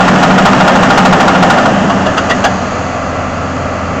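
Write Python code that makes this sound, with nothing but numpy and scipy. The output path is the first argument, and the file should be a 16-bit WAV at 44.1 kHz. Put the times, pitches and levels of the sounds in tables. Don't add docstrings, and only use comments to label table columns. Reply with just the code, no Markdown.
import sys
import numpy as np
from scipy import signal
from scipy.fft import rfft, irfft
from scipy.io import wavfile

SR = 44100
rng = np.random.default_rng(int(sys.argv[2]) if len(sys.argv) > 2 else 0)


def log_audio(samples):
    frames = np.atleast_2d(samples).T
    limited = np.clip(frames, -1, 1)
    pcm = np.round(limited * 32767).astype(np.int16)
    wavfile.write(sys.argv[1], SR, pcm)


N = 176400
TIME_S = np.arange(N) / SR

# multiple of the engine cycle rate, level in dB.
EXHAUST_ORDERS = [(4, -23.5), (7, -35), (8, -38), (9, -29.5), (11, -37), (12, -26.5), (13, -40), (28, -33),
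                  (30, -33), (37, -36), (56, -35.5), (59, -36.5), (64, -36)]
# time in seconds, exhaust gain in dB as the microphone turns towards the machine.
EXHAUST_GAIN = [(0, -9), (1.8, -7.5), (2.6, -3), (4, -1)]
# frequency in Hz, level in dB.
WHINE_TONES = [(105.8, -33.5), (276, -34.5), (501.5, -35), (1631, -41.5), (1717, -41.5), (2008, -38.5),
               (2745, -44)]
# time in seconds, hiss level in dB.
HISS_GAIN = [(0, -55), (2.3, -22), (2.8, -22.5), (3.1, -26), (4, -27)]

# frequency in Hz, relative density in dB.
BLOCK_SPECTRUM = [(300, -23.5), (440, -9), (620, 4.5), (790, -8.5), (930, -14), (1150, 3), (1380, 0),
                  (1550, -11), (2600, -17.5), (3200, -35)]
ROAR_SPECTRUM = [(20, -4), (60, -2), (150, 4.5), (270, -7), (340, -7), (450, -5), (600, 1), (780, 1),
                 (930, -11.5), (1150, -1), (1380, -2), (1580, -25), (1950, -12), (2200, -13.5),
                 (2650, -11.5), (3000, -38), (3700, -35), (5000, -50)]
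HISS_SPECTRUM = [(2950, -13), (3280, -2), (3750, -12), (4100, -2.5), (4900, -2.5), (5280, -15.5),
                 (5550, -7.5), (6600, -1), (7350, -4.5), (7900, -21), (8800, 2)]
SCRAPE_SPECTRUM = [(30, -22.5), (80, -25.5), (115, -6), (170, 0.5), (270, 1), (340, -7), (470, -5.5),
                   (680, -.5), (1000, -8), (1400, -9), (1800, -11), (2300, -24.5), (2850, -16.5),
                   (4000, -32), (4800, -30), (5300, -28.5), (6600, -30.5)]
CLANK_SPECTRUM = [(100, -7), (450, 3.5), (700, 2), (1000, 6.5), (1250, 11), (1850, 5), (2300, -19),
                  (2800, 1), (3050, 0), (3320, -7), (3600, -3), (4200, -19), (4800, -6.5), (5400, -25),
                  (6100, -6), (8500, -18)]
CRACK_SPECTRUM = [(100, 4), (450, 3), (700, 6.5), (1000, 12), (1400, 9), (1850, -0.5), (2300, -18),
                  (2800, 0), (3050, -16), (3300, -34), (4100, -38), (4900, -14), (5400, -31), (6300, -15),
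                  (8500, -12)]

# time in seconds, scrape level in dB, boom gain in dB, boom pitch in Hz.
PIPE_DRAG = [(0, -6, -11, 186), (.6, -6, -12.5, 186.7), (1.5, -7.5, -10, 186.8), (1.54, -7, -30, 188.3),
             (1.7, -9, -18.5, 195), (1.81, -10.5, -15, 194.4), (2.04, -13, -19, 194.3),
             (2.15, -14.5, -27, 194.4), (2.4, -14.5, -22, 191.3), (2.6, -17.5, -28.5, 191.3),
             (3.001, -20.5, -65, 196)]
# start in seconds, rasp, low ring and high ring gains in dB, low and high ring
# pitches in Hz, rise in seconds.
PIPE_CLANKS = [(1.896, -20.5, -11.5, -9.5, 684, 1140, 0.0043), (2.056, -18.5, -10, -22, 637, 1714, 0.01),
               (2.168, -14, -16, -22, 611, 1434, .014), (2.294, -11, -9, -10, 636, 1935, 0.012),
               (2.439, -7, -2, -8, 720, 1648, 0.0075)]
# frequency in Hz, level in dB relative to the rasp gain.
BRIGHT_MODES = [(1255, -2.5), (2790, -5.5), (3325, -9), (4790, -15)]
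# start in seconds, crack gain in dB, wall ring gain in dB.
PIPE_KNOCKS = [(.001, -12, -8.5), (.077, -7, -9), (.152, -16, -11), (.227, -5, -3), (.302, -18, -9),
               (.379, -9, -6), (.452, -1, -1), (.527, -11, -8.5), (.602, -8.5, -3), (.676, -6.5, -1),
               (.752, -7, -7.5), (.826, -6.5, -8), (.901, -13.5, -4), (0.974, 0.5, 0), (1.05, -2.5, -2.5),
               (1.125, -6.5, -3), (1.201, -4.5, -3), (1.276, -6.5, -5), (1.35, -14, -8.5), (1.425, -6, -2),
               (1.499, -3, -3), (1.578, -13, -8.5), (1.654, -12, -10.5)]
# frequency in Hz, relative level in dB, T60 in seconds.
WALL_MODES = [(528, -7, 0.13), (609.7, -2.5, 0.13), (724.7, 5.5, 0.063), (787.5, 0.5, 0.16),
              (845, -2, 0.079), (933, -8.5, 0.13), (1146, -4, 0.084), (1245, -6.5, 0.2), (1415, 3.5, 0.05),
              (1779, -14, 0.23)]

CYCLE_HZ = 21.38
BLOCK_DB, ROAR_DB = -24, -21
RASP_DB, CRACK_DB, WALL_DB = 5.5, 5.5, 2.5
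CONTACT_T60_S, LOW_T60_S, HIGH_T60_S = 0.089, 0.16, 0.092


def amp(db):
    return 10 ** (np.asarray(db) / 20)


def unit(x):
    return x / np.sqrt(np.mean(x ** 2) + 1e-20)


def level(rows, column=1):
    rows = np.array(rows)
    return amp(np.interp(TIME_S, rows[:, 0], rows[:, column]))


def colour(spectrum, hz):
    points_hz, db = np.transpose(spectrum)
    return amp(np.interp(np.log(hz + 1), np.log(points_hz), db))


def noise(shape, size=N):
    white = rfft(rng.standard_normal(size))
    return unit(irfft(white * shape(np.fft.rfftfreq(size, 1 / SR)), size))


def drift(rate_hz, size=N):
    return noise(lambda f: np.exp(-(f / rate_hz) ** 2), size)


def resonance(hz, half_width_hz):
    return noise(lambda f: 1 / (1 + ((f - hz) / half_width_hz) ** 2))


def tone(cycles):
    return np.sqrt(2) * np.cos(2 * np.pi * (cycles + rng.random()))


def envelope(t, rise_s, t60_s, hold_s=0.0021):
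    decay_s = np.maximum(t - rise_s - hold_s, 0)
    return np.minimum(t / rise_s, 1) * amp(-60 * decay_s / t60_s)


def add(mix, start_s, sound):
    part = mix[round(start_s * SR):][:len(sound)]
    part += sound[:len(part)]


def exhaust(cycles):
    orders = sum(amp(db) * tone(k * cycles) * (1 + 0.08 * drift(8.9)) for k, db in EXHAUST_ORDERS)
    return level(EXHAUST_GAIN) * orders


def block(cycles):
    flutter = [1 + 0.69 * drift(9.5) for _ in range(7)]
    orders = np.setdiff1d(np.arange(14, 140), [k for k, _ in EXHAUST_ORDERS])
    gains = colour(BLOCK_SPECTRUM, orders * CYCLE_HZ) * amp(0.73 * rng.standard_normal(len(orders)))
    ringing = sum(gain * tone(k * cycles) * flutter[k % len(flutter)] for k, gain in zip(orders, gains))
    return amp(BLOCK_DB) * unit(ringing)


def roar(cycles):
    firing = np.cos(2 * np.pi * 4 * cycles)
    pulsing = 1 + 0.099 * firing + 0.065 * np.cos(2 * np.pi * cycles)
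    rush = noise(lambda f: colour(ROAR_SPECTRUM, f))
    return rush * pulsing * amp(ROAR_DB + 1.12 * drift(5.3))


def engine():
    cycles = np.cumsum(CYCLE_HZ * (1 + 0.0015 * drift(5.16))) / SR
    return exhaust(cycles) + block(cycles) + roar(cycles)


def whines():
    phase_per_hz = 2 * np.pi * np.cumsum(1 + 0.00056 * drift(12)) / SR
    return sum(amp(db) * np.sqrt(2) * np.sin(hz * phase_per_hz) * (1 + 0.12 * drift(8.9))
               for hz, db in WHINE_TONES)


def hiss():
    return level(HISS_GAIN) * noise(lambda f: colour(HISS_SPECTRUM, f))


def drag():
    times_s, _, _, boom_hz = np.transpose(PIPE_DRAG)
    cycles = np.cumsum(np.interp(TIME_S, times_s, boom_hz)) / SR
    boom = np.sqrt(2) * np.sin(2 * np.pi * cycles) * amp(2 * drift(20))
    hollow = amp(-5) * resonance(np.mean(boom_hz), half_width_hz=20)
    overtone = amp(-8) * resonance(257, half_width_hz=16)
    scrape = noise(lambda f: colour(SCRAPE_SPECTRUM, f))
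    return level(PIPE_DRAG) * scrape + level(PIPE_DRAG, column=2) * (boom + hollow + overtone)


def ring(hz, size, shake_hz=64):
    return tone(np.cumsum(hz + shake_hz * drift(400, size)) / SR)


def clank(rasp_db, low_db, high_db, low_hz, high_hz, rise_s, size=SR // 4):
    t = np.arange(size) / SR
    contact = noise(lambda f: colour(CLANK_SPECTRUM, f), size)
    rasp = amp(RASP_DB + rasp_db) * envelope(t, rise_s, CONTACT_T60_S) * contact
    mode_pair = ring(low_hz, size) + amp(-8.5) * ring(1.12 * low_hz, size)
    low = amp(low_db) * envelope(t, rise_s, LOW_T60_S) * mode_pair
    high = amp(high_db) * envelope(t, 2 * rise_s, HIGH_T60_S) * ring(high_hz, size)
    modes = sum(amp(rasp_db + db) * ring(hz, size) for hz, db in BRIGHT_MODES)
    bright = envelope(t, rise_s, HIGH_T60_S) * modes
    return rasp + low + high + bright


def knock(crack_db, wall_db, size=SR // 4):
    t = np.arange(size) / SR
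    contact = noise(lambda f: colour(CRACK_SPECTRUM, f), size)
    crack = envelope(t, rise_s=0.0065, t60_s=CONTACT_T60_S) * contact
    wall = np.zeros(size)
    for hz, db, t60_s in WALL_MODES:
        rise_s = 0.0034 * (hz / 1000) ** 2
        detuned_hz = hz * (1 + 0.0047 * rng.standard_normal())
        wall += amp(db) * envelope(t, rise_s, t60_s) * np.sin(2 * np.pi * detuned_hz * t)
    return amp(CRACK_DB + crack_db) * crack + amp(WALL_DB + wall_db) * wall


def pipe():
    mix = drag()
    for start_s, *row in PIPE_KNOCKS:
        add(mix, start_s, knock(*row))
    for start_s, *row in PIPE_CLANKS:
        add(mix, start_s, clank(*row))
    return mix


def scene():
    return (engine() + whines() + hiss() + pipe())[None]


def record(dry, ceiling=0.67, input_cutoff_hz=7730, output_cutoff_hz=15900):
    input_fir = signal.firwin(71, input_cutoff_hz, window=("kaiser", 7), fs=SR)
    output_fir = signal.firwin(511, output_cutoff_hz, window=("kaiser", 9), fs=SR)
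    saturated = dry / (1 + abs(dry / ceiling) ** 16) ** (1 / 16)
    narrowed = signal.oaconvolve(saturated, input_fir[None], "same")
    clipped = np.clip(narrowed, -ceiling, ceiling)
    return signal.oaconvolve(clipped, output_fir[None], "same")


dry = scene()
out = record(dry)
log_audio(out)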